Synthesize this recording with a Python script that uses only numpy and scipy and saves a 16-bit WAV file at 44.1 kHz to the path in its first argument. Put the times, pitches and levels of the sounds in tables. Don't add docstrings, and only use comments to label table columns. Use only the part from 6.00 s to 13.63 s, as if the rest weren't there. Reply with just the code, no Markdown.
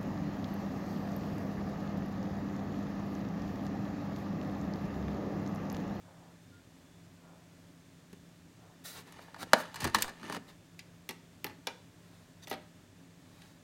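import sys
import numpy as np
from scipy import signal
from scipy.fft import rfft, irfft, next_fast_len
from scipy.io import wavfile
from scipy.ndimage import uniform_filter1d

SR = 44100
rng = np.random.default_rng(int(sys.argv[2]) if len(sys.argv) > 2 else 0)


def wav_record(signal):
    frames = np.transpose(np.atleast_2d(signal))
    bounded = np.clip(frames, -1, 1)
    quanta = np.round(bounded * 32767).astype(np.int16)
    wavfile.write(sys.argv[1], SR, quanta)


N = 336483

# frequency in Hz, relative spectral level in dB.
AIR_COLOUR = [(15, -47), (25, -21.5), (45, -13), (70, -11), (98, -2.5), (135, -4.5), (175, -3.5),
              (215, -12), (265, -3.5), (350, -12), (520, -17.5), (1100, -21.5), (1800, -23), (2700, -25),
              (5200, -28.5), (7200, -28), (11000, -36.5), (15500, -38)]
# frequency in Hz, width in Hz, level in dB.
DUCT_RESONANCES = [(263.76, 21, -73.5), (600, 100, -75.5), (1724, 250, -80), (3523, 120, -83)]
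# pitch in Hz, level in dB, ratio of wavering to steady tone.
FAN_TONES = [(100.9, -71, 1.5), (170.43, -63, 0.38)]
# start, peak and end in seconds, pitch in Hz, level in dB.
WHISTLES = [(0.3, 0.5, 0.94, 3640, -81.5), (0.51, 0.539, 0.626, 1414, -64.5), (0.698, 0.95, 1.1, 3426, -76),
            (1.225, 1.265, 1.374, 1400, -69.5)]
# frequency in Hz, t60 in seconds.
ROOM_DECAY = [(150, .5), (500, .34), (900, .36), (4000, .45), (8000, .24), (16000, .15)]
# frequency in Hz, relative level in dB.
ROOM_COLOUR = [(100, 6), (300, 0), (600, -3), (1500, -3), (4000, -8.5), (6000, -6.5), (8000, -1.5),
               (12500, -6.5), (16000, -9)]
BRUSH_COLOUR = [(150, -25.5), (400, -1.5), (680, 2), (1000, -2.5), (1350, -6), (1800, -14), (3000, -35.5),
                (16000, -51)]
SLIDE_COLOUR = [(100, -19.5), (280, -0.5), (700, 1), (1900, 0.5), (2500, -4.5), (3400, -4.5), (3850, 3.5),
                (4200, -2), (4700, -0.5), (5400, -5.5), (9500, -8), (12000, -9.5), (16000, -11)]
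RUSTLE_COLOUR = [(100, -25), (250, -10), (650, -4), (1100, -4.5), (1400, -7.5), (1800, -2), (2200, -7),
                 (4300, -9.5), (7000, -13.5), (11000, -16.5), (16000, -28.5)]

# start, peak and end in seconds, level in dB.
BRUSHES = [(0.01, 0.099, 0.277, -61), (0.182, 0.258, 0.377, -63.5), (1.169, 1.305, 1.485, -63.5),
           (2.571, 2.676, 2.79, -63)]
SQUEAKS = [(6.421, 6.44, 6.453, -54), (6.471, 6.475, 6.488, -53), (6.494, 6.503, 6.512, -53)]
# frequency in Hz, width in Hz, relative level in dB.
SQUEAK_RESONANCES = [(1948, 70, -3.5), (3700, 142, 1), (4580, 630, -8), (5980, 220, -2)]
# start, peak and end in seconds, level in dB, tilt in dB per octave.
SLIDES = [(2.837, 2.858, 2.99, -45, 2), (2.92, 2.98, 3.03, -48, -1.07), (3.06, 3.075, 3.115, -58, -1.5),
          (3.2, 3.22, 3.27, -57, -2), (3.378, 3.427, 3.448, -43, -1.5), (3.553, 3.606, 3.635, -46.5, 1),
          (3.996, 4.013, 4.03, -40, -1.35), (4.035, 4.03, 4.11, -43, -3.5), (4.32, 4.35, 4.36, -48, -1.5),
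          (4.466, 4.492, 4.525, -55, -2), (6.422, 6.437, 6.45, -57.5, 0), (5.88, 6.15, 6.33, -67.5, -1.5),
          (7.2, 7.45, 7.62, -63, -1.5)]
# start in seconds, level in dB, pitch in Hz.
BUMPS = [(2.1303, -37, 197.6), (2.959, -48, 430), (3.468, -41, 250), (3.858, -35, 55), (4.372, -40.5, 235),
         (6.513, -29.5, 401)]

BANDS = [(155, 450), (450, 850), (850, 2000), (2000, 5500), (5500, 10500), (10500, 15500)]
LID_VOICE_DB = [-0.5, -6.5, -0.65, 0, 0.13, -4]
TRAY_VOICE_DB = [-1.5, -7, -4, 2.5, -3.5, -5.5]
# frequency in Hz, t60 in seconds.
SHEET_DECAY = [(200, 0.092), (600, 0.15), (1200, 0.09), (3500, 0.064), (8000, 0.018), (16000, 0.014)]
# frequency in Hz, relative level in dB, t60 in seconds.
LID_MODES = [(209.7, -11.5, 0.12), (230, -4, 0.07), (393, -10, 0.07), (520, -5, 0.05), (590, -9, 0.04),
             (662, -0.5, 0.045), (815, 0.5, 0.04), (914.1, 3.5, 0.041), (1106, 6, 0.026), (1200, 0, 0.04),
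             (1310, -5.5, 0.04), (1460, -7, 0.06), (1670, 2, 0.045), (1778.6, 0, 0.075),
             (1931.6, -3, 0.05003), (2327, -2, 0.035), (2626, -5, 0.027), (2918.6, -1, 0.04),
             (3474, -8, 0.03), (3880, -7.5, .04), (4167, -3, 0.045), (4447, -9, .05), (4690, -7.5, 0.06),
             (4926, -4.5, 0.036), (6324, -7.5, 0.045), (7150, -5.5, .025), (8000, -5, 0.03067),
             (8900, -3, 0.019)]
TRAY_MODES = [(232, -5, 0.053), (285.8, -10.5, 0.103), (400, -6.5, 0.0574), (512.2, -3, 0.0457),
              (660, -2.5, 0.082), (791.4, 0.5, 0.0445), (907.4, -5.5, 0.07), (1295, -7, 0.0227),
              (1654, -2, 0.03), (1956.6, -3.5, 0.0484), (2294, -5, 0.022), (2810, -11.5, 0.035)]
TRAY_DAMPED_MODES = [(3600, 8, .005), (4150, 5, .005), (6100, 7, .004), (12550, 13, .003), (13800, 9, .002)]
# multiple of its pitch, relative level in dB, t60 in seconds.
WALL_OVERTONES = [(1, -1, 0.17), (1.43, -9, .07), (2.07, -4, 0.08), (3.15, -7, .07)]
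# start in seconds, base level in dB, patch pitch in Hz, tilt above it in
# dB per octave, ring length as a factor, wall pitch in Hz, wall level in dB, top-band sparkle in dB.
TRAY_TICKS = [(4.7919, -49.5, 1800, -1, 0.89, 1153, -70, -5.5),
              (5.0906, -45.5, 250, 0.64, 1.11, 1121, -53.5, 0),
              (5.1079, -50, 329, -0.58, 0.87, 880, -61, 1),
              (5.444, -39.5, 297, -0.7963, 0.655, 840.5, -40.5, 8),
              (5.466, -41, 890, -5.5, 0.99, 850, -53.5, 11.5), (5.496, -50, 900, -7.5, 1.25, 852, -52.5, 0),
              (5.67, -33, 600, -2, 1.027, 976.7, -45.5, -4), (6.472, -47, 447, -2.5, 0.9, 598, -52, -1),
              (6.481, -64, 500, 1.5, 1.05, 619, -65.5, 2.5), (6.498, -61.5, 1700, 5, 1.94, 600, -61, 3),
              (6.512, -35.5, 400, -3.5, 1.29, 596.2, -37.5, 5), (6.526, -39, 600, -4, 1.45, 896, -54, 4),
              (6.538, -47, 600, -2.5, 1.1, 577, -55.5, 0), (7.419, -59.5, 1200, -1.5, 1.01, 853, -76.5, -5)]
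# peak time, rise and fall time constants in seconds,
# rustle level in dB, wobble level in dB, wobble pitch in Hz.
LID_FLEXES = [(3.19, 0.2, 0.17, -57.5, -68.5, 200), (3.435, 0.0196, 0.017, -63.5, -48.5, 224),
              (3.6, 0.068, 0.0664, -46, -58, 199.2), (3.856, 0.0489, 0.03, -39, -39.5, 120),
              (3.965, 0.0175, 0.034, -39.5, -36, 187.9), (4.252, 0.037, 0.0662, -49.5, -47, 230),
              (4.367, 0.1, 0.0076, -44.5, -45, 232), (4.496, 0.0187, 0.039, -62, -62.5, 230)]
# start in seconds, base level in dB, patch pitch in Hz,
# tilt above it in dB per octave, ring length as a factor.
LID_SNAPS = [(2.129, -62.5, 300, -0.5, 0.9), (3.123, -57.5, 400, -0.84, 0.76), (3.1909, -45, 650, -8, 0.6),
             (3.281, -45.5, 790, -15, 0.7), (3.344, -44, 985, -7.5, 0.55), (3.362, -46, 654, -7, 1.1),
             (3.429, -38.5, 520, -3.5, 0.6), (3.5327, -10, 660, -5.5, 0.656), (3.743, -45, 800, -2.5, 0.71),
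             (3.757, -44, 1200, -2, 1.71), (3.8035, -41.5, 1710, -2, 1.7), (3.818, -38, 450, -3, 1.33),
             (3.829, -42.5, 1800, -5.5, 0.62), (3.8428, -34, 600, -1.5, 0.85),
             (3.85, -30, 400, -3.5, 0.744), (3.873, -37, 650, -3.5, 1.13), (3.898, -49, 900, -3.5, 0.71),
             (3.945, -38, 1000, -2.5, 0.7), (3.9466, -20, 1050, -4.5, 0.824),
             (3.958, -40.5, 900, -1.5, 0.68), (3.984, -35.5, 700, -3, 1.52),
             (4.022, -33.5, 1900, 1.5, 0.93), (4.044, -39, 740, -4.5, 0.364),
             (4.078, -39.5, 600, -4.5, 1.7), (4.0917, -46, 900, -4, 1.58),
             (4.2305, -46.5, 1200, -7.5, 0.616), (4.261, -52, 1200, -11.5, 0.72),
             (4.298, -32.5, 450, -5.5, 0.412), (4.3237, -39.5, 1190, -4, 0.8),
             (4.347, -44.5, 1200, -4, 0.84), (4.365, -37, 400, -4.5, 0.667)]


def gain_of(db):
    return 10 ** (np.asarray(db) / 20)


def unit_rms(x):
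    return x / np.sqrt(np.mean(x ** 2) + 1e-20)


def decay(t, t60):
    return np.exp(-np.log(1000) * t / t60)


def value_at(points, hz):
    point_hz, value = np.transpose(points)
    return np.interp(np.log(hz + 1), np.log(point_hz + 1), value)


def add(mix, start, sound):
    part = mix[round(start * SR):][:len(sound)]
    part += sound[:len(part)]


def coloured(x, colour, tilt_db=0):
    size = next_fast_len(len(x))
    hz = np.fft.rfftfreq(size, 1 / SR)
    gain = gain_of(value_at(colour, hz) + tilt_db * np.log2(hz + 1))
    return unit_rms(irfft(rfft(x, size) * gain, size)[:len(x)])


def resonate(x, hz, width_hz):
    turn = np.exp(2j * np.pi * np.cumsum(hz * np.ones(len(x))) / SR)
    pole = np.exp(-np.pi * width_hz / SR)
    return 2 * (turn * signal.lfilter([1 - pole], [1, -pole], x / turn)).real


def narrow_noise(hz, width_hz, skirt_hz):
    return resonate(resonate(rng.standard_normal(N), hz, width_hz), hz, skirt_hz)


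def dying_noise(seconds, t60_table, stretch=1):
    noise = rng.choice([-1., 1.], int(seconds * SR))
    hz, t, spectrum = signal.stft(noise, SR, nperseg=128)
    t60 = stretch * value_at(t60_table, hz)[:, None]
    return signal.istft(spectrum * gain_of(-60 * t / t60), SR)[1]


def stroke(start, peak, end):
    return np.interp(np.arange(start, end, 1 / SR), [start, peak, end], [0, 1, 0])


def slips(samples, per_s, spread_db):
    size = gain_of(spread_db * np.minimum(rng.exponential(1, samples), 4))
    return size * rng.choice([-1, 1], samples) * (rng.random(samples) < per_s / SR)


def bounced(x, strength, echoes=4):
    taps = np.zeros(SR // 200)
    taps[0] = 1
    taps[rng.integers(SR // 1200, len(taps), echoes)] = strength * rng.choice([-1, 1], echoes)
    return np.convolve(x, taps)[:len(x)]


def ventilation(air_db=-59.5, swell_db=0.3):
    swell = unit_rms(resonate(rng.standard_normal(N), hz=1.5, width_hz=1.7))
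    out = gain_of(air_db + swell_db * swell) * coloured(rng.standard_normal(N), AIR_COLOUR)
    for hz, width_hz, db in DUCT_RESONANCES:
        out += gain_of(db) * unit_rms(narrow_noise(hz, width_hz, 2 * width_hz))
    for hz, db, waver_ratio in FAN_TONES:
        steady = unit_rms(np.sin(2 * np.pi * hz * np.arange(N) / SR))
        waver = unit_rms(narrow_noise(hz, width_hz=4.7, skirt_hz=40))
        out += gain_of(db) * unit_rms(steady + waver_ratio * waver)
    return out


def whistles():
    out = np.zeros(N)
    for start, peak, end, hz, db in WHISTLES:
        envelope = stroke(start, peak, end)
        waver = unit_rms(uniform_filter1d(rng.standard_normal(len(envelope)), size=400))
        tone = np.sin(2 * np.pi * np.cumsum(hz * (1 + 0.004 * waver)) / SR)
        add(out, start, gain_of(db) * envelope * unit_rms(tone))
    return out


def room(x, delay_s=0.0036, build_s=0.00612):
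    out = np.zeros(N)
    for third in range(3):
        tail = coloured(dying_noise(0.6, ROOM_DECAY), ROOM_COLOUR)
        tail *= np.clip((np.arange(len(tail)) / SR - delay_s) / build_s, 0, 1)
        share = np.sqrt(2 / 3) * np.cos(np.pi * (1.7 * np.arange(N) / SR + third / 3))
        out += signal.oaconvolve(share * x, tail / np.linalg.norm(tail))[:N]
    return out


def brushes():
    out = np.zeros(N)
    for start, peak, end, db in BRUSHES:
        pressure = stroke(start, peak, end) ** 0.636
        friction = slips(len(pressure), per_s=4000, spread_db=2)
        add(out, start, gain_of(db) * pressure * coloured(friction, BRUSH_COLOUR))
    return out


def squeaks(glide=0.021):
    out = np.zeros(N)
    for start, peak, end, db in SQUEAKS:
        pressure = stroke(start, peak, end) ** 0.39
        friction = slips(len(pressure), per_s=5300, spread_db=2)
        retune = 1 + glide * (pressure - 1)
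        ring = sum(gain_of(part_db) * resonate(friction, hz * retune, width_hz)
                   for hz, width_hz, part_db in SQUEAK_RESONANCES)
        add(out, start, gain_of(db) * pressure * unit_rms(ring))
    return out


def slides():
    out = np.zeros(N)
    for start, peak, end, db, tilt_db in SLIDES:
        pressure = stroke(start, peak, end) ** 0.92
        friction = bounced(slips(len(pressure), per_s=20000, spread_db=2.2), strength=0.22)
        add(out, start, gain_of(db) * pressure * coloured(friction, SLIDE_COLOUR, tilt_db))
    return out


def bumps(rise_s=0.002):
    out = np.zeros(N)
    t = np.arange(SR // 8) / SR
    envelope = (1 - np.exp(-t / rise_s)) * decay(t, t60=0.038)
    for start, db, hz in BUMPS:
        phase = 2 * np.pi * hz * t
        add(out, start, gain_of(db) * envelope * (np.sin(phase) + gain_of(-2.5) * np.sin(2 * phase)))
    return out


def patch_levels(db, hz, tilt_db, voice_db, bass_loss_db_per_octave=14.5):
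    band_centres = np.sqrt(np.prod(BANDS, axis=1))
    octaves = np.log2(band_centres / hz)
    return db + np.array(voice_db) + octaves * np.where(octaves < 0, bass_loss_db_per_octave, tilt_db)


def buckle(band_db, ring_factor, modes, sheet_db, kick_db, kick_hz, rise_s):
    sheet = bounced(dying_noise(0.2, SHEET_DECAY, ring_factor), strength=0.25)
    t = np.arange(len(sheet)) / SR
    hz, db, t60 = np.transpose(modes)[:, :, None]
    tension, spot = rng.random((2, len(modes), 1))
    hz = hz * (1 + 0.02 * (tension - 0.5))
    ringing = (gain_of(db) * decay(t, t60 * ring_factor) * np.sin(2 * np.pi * (hz * t + spot))).sum(0)
    cycles = t * kick_hz
    kick = cycles ** 2 * np.exp(2 - 2 * cycles) * np.sin(2 * np.pi * cycles)
    shell = ringing + gain_of(sheet_db) * sheet + gain_of(kick_db) * kick / ring_factor ** 2
    shell *= 1 - np.exp(-t / (rise_s * ring_factor ** 3))
    out = np.zeros(len(t))
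    attack = t < 0.012
    for edges, level_db in zip(BANDS, band_db):
        band = signal.sosfilt(signal.butter(3, edges, "bandpass", fs=SR, output="sos"), shell)
        if edges == BANDS[0]:
            band *= 1 - np.exp(-t / 0.0038)
        out += gain_of(level_db) * band / np.sqrt(np.mean(band[attack] ** 2))
    return out


def wall_ring(hz, db, sharp_share=0.0505, settle_s=0.0145, rise_s=0.00076):
    t = np.arange(SR // 4) / SR
    cycles = hz * (t + sharp_share * settle_s * (1 - np.exp(-t / settle_s)))
    ring = sum(gain_of(part_db) * decay(t, t60) * np.sin(2 * np.pi * multiple * cycles)
               for multiple, part_db, t60 in WALL_OVERTONES)
    return gain_of(db) * ring * (1 - np.exp(-t / rise_s))


def tray_ticks():
    out = np.zeros(N)
    for start, db, hz, tilt_db, ring_factor, wall_hz, wall_db, sparkle_db in TRAY_TICKS:
        band_db = patch_levels(db, hz, tilt_db, TRAY_VOICE_DB)
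        band_db[-1] += sparkle_db
        add(out, start, buckle(band_db, ring_factor, TRAY_MODES + TRAY_DAMPED_MODES,
                               sheet_db=6.5, kick_db=6.5, kick_hz=2339.5, rise_s=0.00016))
        add(out, start, wall_ring(wall_hz, wall_db))
    return out


def flex_envelope(peak_s, rise_s, fall_s, db, stretch=1):
    power = np.zeros(N)
    for peak, rise, fall, gain in zip(peak_s, rise_s, fall_s, gain_of(db)):
        t = (np.arange(N) / SR - peak) / stretch
        exponent = np.minimum(t / rise, -t / fall)
        power += (gain * np.exp(np.maximum(exponent, -30))) ** 2
    return np.sqrt(power)


def lid_wobble():
    peak_s, rise_s, fall_s, _, db, hz = np.transpose(LID_FLEXES)
    gliding_hz = np.interp(np.arange(N) / SR, peak_s, hz)
    wobble = narrow_noise(gliding_hz, width_hz=140, skirt_hz=240)
    radiated = signal.sosfilt(signal.butter(3, 36, "highpass", fs=SR, output="sos"), wobble)
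    return flex_envelope(peak_s, rise_s, fall_s, db, stretch=0.71) * unit_rms(radiated)


def lid_rustle(strain_shift=0.025):
    grains = np.zeros(N)
    for _ in range(3):
        patch = unit_rms(dying_noise(0.05, SHEET_DECAY, stretch=0.28))
        grains += signal.oaconvolve(slips(N, per_s=500, spread_db=2), patch)[:N]
    peak_s, rise_s, fall_s, db, _, _ = np.transpose(LID_FLEXES)
    flex = flex_envelope(peak_s, rise_s, fall_s, db)
    retune = 1 + strain_shift * (np.sqrt(flex / flex.max()) - 0.5)
    hollow = sum(gain_of(mode_db) * t60 * resonate(grains, hz * retune, width_hz=8.6 / t60)
                 for hz, mode_db, t60 in LID_MODES)
    return flex * coloured(unit_rms(grains) + gain_of(-4.5) * unit_rms(hollow), RUSTLE_COLOUR)


def lid_snaps():
    out = np.zeros(N)
    for start, db, hz, tilt_db, ring_factor in LID_SNAPS:
        band_db = patch_levels(db, hz, tilt_db, LID_VOICE_DB)
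        add(out, start, buckle(band_db, ring_factor, LID_MODES,
                               sheet_db=7, kick_db=4.5, kick_hz=1440, rise_s=0.00015))
    return out


def scene():
    near = lid_snaps() + slides() + lid_rustle() + lid_wobble() + bumps() + brushes()
    underneath = tray_ticks()
    direct = near + underneath + squeaks()
    reverb = room(gain_of(-18) * near + gain_of(-13) * underneath)
    return (direct + reverb + whistles() + ventilation())[None]


def record(dry):
    lowpass = signal.firwin(767, 16080, window=("kaiser", 9), fs=SR)
    return signal.oaconvolve(dry, lowpass[None], "same")


dry = scene()
out = record(dry)
wav_record(out)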